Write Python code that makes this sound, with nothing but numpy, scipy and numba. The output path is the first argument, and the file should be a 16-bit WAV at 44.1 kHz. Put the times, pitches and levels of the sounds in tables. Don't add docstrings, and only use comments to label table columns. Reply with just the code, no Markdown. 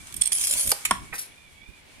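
import sys
import numpy as np
from scipy import signal
from scipy.fft import rfft, irfft
from scipy.io import wavfile
from scipy.ndimage import uniform_filter1d
from numba import njit

SR = 44100
rng = np.random.default_rng(int(sys.argv[2]) if len(sys.argv) > 2 else 0)


def to_wav(sig):
    pcm = np.clip(np.atleast_2d(sig), -1, 1) * 32767
    pcm = np.round(pcm).astype(np.int16)
    wavfile.write(sys.argv[1], SR, pcm.T)


def how_loud(loudness_db):
    steps = np.asarray(loudness_db, float) / 20
    return 10 ** steps


N = 88200


def unit(x):
    return x / np.sqrt(np.mean(x ** 2) + 1e-30)


def curve(table, order):
    rows = np.array(table)
    return np.interp(np.arange(N) / SR, rows[:, 0], rows[:, order])


def butter(x, order, hz, kind="low"):
    return signal.sosfilt(signal.butter(order, hz, kind, fs=SR, output="sos"), x)


def colour(x, points):
    size = 4096
    hz, db = np.array(points).T
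    log_hz = np.log(np.maximum(np.arange(size // 2 + 1), 1) * SR / size)
    corners = np.log(np.r_[hz[0] / 2, hz, hz[-1] * 1.2])
    db = np.interp(log_hz, corners, np.r_[db[0] - 30, db, db[-1] - 30])
    cep = irfft(db * np.log(10) / 20)
    cep[1:size // 2] *= 2
    cep[size // 2 + 1:] = 0
    h = irfft(np.exp(rfft(cep)))
    h = (h / np.linalg.norm(h)).reshape((1,) * (x.ndim - 1) + (-1,))
    return signal.fftconvolve(x, h, axes=-1)[..., :N]


def ring(x, modes):
    t = np.arange(SR // 4) / SR
    h = 0
    for hz, db, t60 in modes:
        decay = how_loud(db - 60 * t / max(t60, .003))
        h = h + decay * (1 - np.exp(-t * hz)) * np.sin(2 * np.pi * hz * t)
    return signal.fftconvolve(x, h / np.linalg.norm(h))[:N]


def clicks(rate):
    scatter_db = 3
    chance, sign, size = rng.random((3, N))
    return unit((chance < rate / SR) * np.sign(sign - .5) * how_loud(-scatter_db * np.log(size + 0.0141)))


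def walk(rate):
    k = int(SR / rate)
    steps = np.repeat(rng.standard_normal(N // k + 1), k)
    return 1.253 * uniform_filter1d(uniform_filter1d(steps, k), k)[:N]


def burst(at, length):
    s = np.maximum(np.arange(N) / SR - at, 0) / max(length, 3e-4)
    return 2 * (1 - np.exp(-s * 4)) * np.exp(-s)


def ports(x, pan_db, lag_ms):
    late = np.interp(np.arange(N) - lag_ms * SR / 1000, np.arange(N), x)
    return np.array([x * how_loud(pan_db / 2), late * how_loud(-pan_db / 2)])


def tape():
    # time_s, level_db, case_share_db
    whir = [
        (.325, -25, -31),
        (.4, -24, -18),
        (.48, -24, -22),
        (.56, -24.5, -14.5),
        (.64, -24, -19),
        (.68, -27.5, -37.5),
        (.718, -20.5, -20),
    ]
    # start_s, peak_db, burst_s, case_share_db
    slaps = [(.069, -35, .003, -15), (.123, -33, .004, -15), (.141, -24, .003, -24), (.163, -27, .008, -26),
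             (.2102, -24, .0015, -24), (.2125, -14, .002, -27), (.2175, -11, .0018, -22),
             (.2207, -10, .001, -19), (.2348, -19, .0015, -24), (.239, -25, .002, -24),
             (.255, -18, .0015, -24), (.2583, -17, .002, -24), (.2655, -21, .0015, -24),
             (.268, -20, .002, -22), (.2732, -11, .0015, -26), (.2775, -22, .002, -24),
             (.3168, -22, .0015, -24), (.3187, -9, .0025, -24), (.3225, -11, .001, -16),
             (.3255, -19, .0015, -22), (.3293, -7, .0014, -24), (.3505, -14, .002, -27),
             (.361, -16, .0015, -26), (.3836, -15, .0015, -26), (.395, -17, .0015, -26),
             (.411, -14, .002, -22), (.437, -14, .003, -22), (.4694, -11, .004, -24),
             (.478, -15, .002, -24), (.5085, -12, .004, -27), (.536, -13, .003, -22),
             (.6615, -17, .002, -22), (.6725, -17, .005, -18), (.692, -14, .003, -24),
             (.7035, -15, .003, -22), (.7155, -7, .003, -20), (.850, -13, .007, -14),
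             (.909, -10, .002, -14)]
    # hz, level_db
    blade_colour = [(1760, -39), (3100, -11.5), (4060, -15.5), (5240, -14), (7400, -9), (9200, -0.5),
                    (11500, -7.5), (14300, -19)]
    # hz, level_db
    case_colour = [(330, -9.5), (600, -2), (1490, 1.5), (2710, 11), (3730, 13), (4500, -8.5), (5850, -62),
                   (9900, -120)]
    t = np.arange(N) / SR
    pan_db = np.where(t < .34, -8, -3)

    def ticks(rate):
        second_share = 1.135
        return ports(clicks(rate), pan_db, -0.13) + second_share * ports(clicks(rate), pan_db, 1.3)

    running = (t > whir[0][0]) & (t < whir[-1][0])
    flutter_db = 2 * walk(150)
    blade = running * how_loud(curve(whir, order=1) - 4.0 + flutter_db) * ticks(12000)
    case = blade * how_loud(curve(whir, order=2))
    slap = ticks(14000)
    for at, db, length, case_db in slaps:
        shape = burst(at, length)
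        even = np.sqrt(np.sum(shape ** 2) / np.sum((shape * slap) ** 2))
        hit = how_loud(db - 3) * shape * slap * even
        blade = blade + hit
        case = case + how_loud(case_db + 7.0) * hit
    ring_share_db = 6
    steel = patchy(colour(blade, blade_colour) + how_loud(ring_share_db) * sing(blade))
    return steel + colour(case, case_colour) + coil_rub()


def sing(x):
    # pitch_hz, width_hz, level_db
    blade_rings = [
        (9120, 660, 3.5),
        (9360, 740, 1.5),
        (10600, 790, -6.5),
        (6820, 700, -8),
    ]
    out = 0
    for hz, width, db in blade_rings:
        centre = hz * (1 + .035 * walk(45))
        out = out + how_loud(db) * np.array([svf(v + 1e-18, centre, width) for v in x])
    return out


@njit
def svf(x, hz, width):
    y, band, low = np.empty(len(x)), 0., 0.
    for i in range(len(x)):
        g, k = np.tan(np.pi * hz[i] / SR), width / hz[i]
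        v = (band + g * (x[i] - low)) / (1 + g * (g + k))
        band, low, y[i] = 2 * v - band, low + 2 * g * v, k * v
    return y


def patchy(x):
    swell_db, swell_rate = 2.8, 30
    edges = np.geomspace(2000, 19000, 14)
    out = 0
    for band in zip(edges, edges[1:]):
        out = out + butter(x, 2, band, "band") * how_loud(swell_db * walk(swell_rate))
    return out


def coil_rub():
    # pitch_hz, width_hz, start_s, end_s, level_db
    coil = (580, 110, .5, .77, -52)
    t = np.arange(N) / SR
    hz, width, start, end, db = coil
    level = (t > start) * (t < end) * how_loud(db + 1.0 * walk(7.5))
    return level * ring(clicks(3000), [(hz, 0, 3.9 / width)])


def knocks():
    # start_s, level_db, left_over_right_db, right_lag_ms, contact_s, chatter_share
    blows = [
        (0.547, -39, -3, -0.2, 0.019, 7.5),
        (0.716, -12, -6.5, 0.029, 0.0043, 0.83),
        (0.7221, -20.5, -3.5, -0.11, .001, 0.314),
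        (0.851, -19.5, -11.5, 0.56, 0.007, 1.13),
        (0.9095, -8, -2, 0.067, 0.00049, 0.12),
        (0.9124, -8, 0, 0.08, 0.00086, 0.13),
        (1.125, -23, -4.5, -0.12, 0.015, 4.5),
    ]
    # pitch_hz, level_db, t60_s
    slop = [(596, -2, 0.0416), (723, 5, 0.029), (980, 3.5, 0.031)]
    snap = [(1266, -2.5, 0.019), (1547, -1, 0.017), (2450, -2, 0.017), (3000, 4, .012), (4780, 9, .012),
            (4960, 12, .014), (6520, 8, .01), (7250, 7.5, .01)]
    seat = [(515, 0, 0.018), (630, -1.5, 0.017), (805, 0, 0.022)]
    tilt = [(1270, -2.5, 0.039), (1980, 0.5, .015), (2400, 11.5, .018), (2700, -34, .015), (4280, 5, .012)]
    land = [(185, -11, 0.11), (818, -20, 0.026), (980, -9, .04), (1107, 0.5, 0.021), (1397, -6, 0.025),
            (1892, -3, 0.016), (2120, -5.5, .015), (3270, 0, 0.0085), (5500, 6, 0.0069)]
    nudge = [(490, -7.5, 0.049), (785, -0.5, 0.032), (1077, -0.5, 0.029), (1330, 2.5, 0.022),
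             (1554, 6, 0.02), (1952, 9.5, 0.014), (2146, 4, .015), (2480, 8.5, .015)]
    longest_cycles = 30
    out = 0
    for blow, modes in zip(blows, (slop, snap, seat, tilt, land, land, nudge)):
        at, db, pan_db, lag_ms, contact, chatter = blow
        push = 3 * burst(at, 0) ** 3 + chatter * burst(at, contact) * clicks(9000)
        x = ring(push, [(hz, g, min(t60, longest_cycles / hz)) for hz, g, t60 in modes])
        x = butter(x, 2, 0.79 * modes[0][0], "high")
        out = out + ports(how_loud(db) * x / np.abs(x).max(), pan_db, lag_ms)
    return out


def slide():
    # start_s, level_db, rise_s, hold_s, fall_db_per_s
    strokes = [
        (1.129, -37.5, 0.01, 0.018, 400),
        (1.18, -33.5, 0.002, 0.032, 398),
    ]
    # hz, level_db
    scrape_colour = [(880, -41), (1500, -9), (3540, -12), (4370, -7), (6000, -5), (7790, -13.5),
                     (9820, 6.5), (15000, -18)]
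    # pitch_hz, level_db, t60_s
    tool_rings = [
        (4050, 12, 0.048),
        (9800, 10, 0.04),
        (11900, -11, 0.031),
    ]
    t = np.arange(N) / SR
    push = 0
    for at, db, rise, hold, fall in strokes:
        fallen_db = fall * np.maximum(t - at - rise - hold, 0)
        push = push + np.clip((t - at) / rise, 0, 1) * how_loud(db - fallen_db)
    x = push * how_loud(3.1 * walk(120)) * clicks(11000)
    ring_db = -14.5
    return ports(colour(x, scrape_colour) + how_loud(ring_db) * ring(x, tool_rings), 2, .25)


def porch(x):
    early_t60_s, early_db, early_low_hz = .008, -10, 1700
    late_t60_s, late_db, late_dark_hz = 0.31, -12, 10300
    t = np.arange(SR // 2) / SR
    early = rng.standard_normal((2, len(t))) * how_loud(-60 * t / early_t60_s)
    late = rng.standard_normal((2, len(t))) * how_loud(-60 * t / late_t60_s) * (t > .004)
    early = butter(early, 2, early_low_hz, "high")
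    late = butter(late, 1, late_dark_hz)
    h = how_loud(early_db) * early / np.linalg.norm(early[0]) + how_loud(late_db) * late / np.linalg.norm(late[0])
    return signal.fftconvolve(x, h, axes=-1)[:, :N]


def rustle():
    # time_s, level_db
    hands = [
        (0, -47.5),
        (.1, -50.5),
        (.2, -51),
        (.8, -42.5),
        (1.05, -53.5),
        (1.3, -59),
        (1.55, -62.5),
        (2, -60.5),
    ]
    skin_colour = [(900, -3), (2500, -5.0), (5000, -7.5), (9500, -1.0), (14000, -17.5)]  # hz, level_db
    x = colour(np.array([clicks(7000), clicks(7000)]), skin_colour)
    return x * how_loud(curve(hands, order=1) + 2.5 * walk(30.3))


def insects():
    # time_s, pitch_hz, level_db
    drone = [(0, 2340, -58), (1.3, 2230, -60), (1.36, 2400, -58), (1.45, 2380, -56.5), (1.53, 2200, -63),
             (1.62, 2260, -56), (1.68, 2420, -58.5), (1.77, 2400, -61), (1.82, 2250, -69), (2, 2350, -63)]
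    width_hz, overtone, overtone_db = 90, 1.48, -9.5
    wobble = butter(rng.standard_normal((2, N)), 2, width_hz / 2)
    cycles = np.cumsum(curve(drone, order=1) * (1 + 0.00818 * walk(11))) / SR
    upper = how_loud(overtone_db + 4.07 * walk(11)) * np.exp(2j * np.pi * overtone * cycles)
    turn = np.exp(2j * np.pi * cycles) + upper
    band = unit(((wobble[0] + 1j * wobble[1]) * turn).real)
    return ports(band * how_loud(curve(drone, order=2) + 1.55 * walk(12.4)), -10.5, -0.35)


def two_port_noise(share):
    return share * rng.standard_normal(N) + rng.standard_normal((2, N))


def puffs():
    # centre_s, level_db, length_s, left_over_right_db
    gusts = [(0, -52.5, 0.066, 3), (0.15, -47, 0.063, 2), (0.372, -58, 0.1, 2), (0.56, -53.5, 0.04, -8.5),
             (0.686, -40.5, 0.032, -18), (0.98, -45, 0.093, 0), (1.132, -51.5, 0.029, -19),
             (0.211, -46, 0.004, 13), (1.636, -62, 0.012, -7), (1.695, -48.5, 0.014, -18.5),
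             (1.99, -70, 0.017, -21)]
    # hz, level_db
    puff_colour = [(25, -0.5), (70, -2.5), (130, -8), (265, -13), (400, -18.5)]
    t = np.arange(N) / SR
    air = how_loud(-60.5)
    for at, db, length, pan_db in gusts:
        sides_db = db + pan_db / 2 * np.array([[1], [-1]])
        air = air + how_loud(sides_db) * np.exp(-((t - at) / length) ** 2)
    return unit(colour(two_port_noise(0.48), puff_colour)) * air * how_loud(1.95 * walk(25))


def yard():
    # hz, level_db
    hiss_colour = [(59, -21), (100, -7), (214, -4.5), (668, -6.5), (956, -7), (1260, -11.5), (2320, -3.5),
                   (8770, -22.5), (15500, -30.5)]
    return unit(colour(two_port_noise(0.29), hiss_colour)) * how_loud(-55 + 2.4 * walk(6.06))


def scene():
    near = tape() + knocks() + slide()
    return near + porch(near) + rustle() + insects() + puffs() + yard()


def band_limit(x):
    return signal.sosfilt(signal.butter(12, 16290, fs=SR, output="sos"), x)


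def record(dry):
    top_cut = signal.ellip(8, .2, 70, 15600, fs=SR, output="sos")
    return band_limit(signal.sosfilt(top_cut, dry))


dry = scene()
out = record(dry)
to_wav(out)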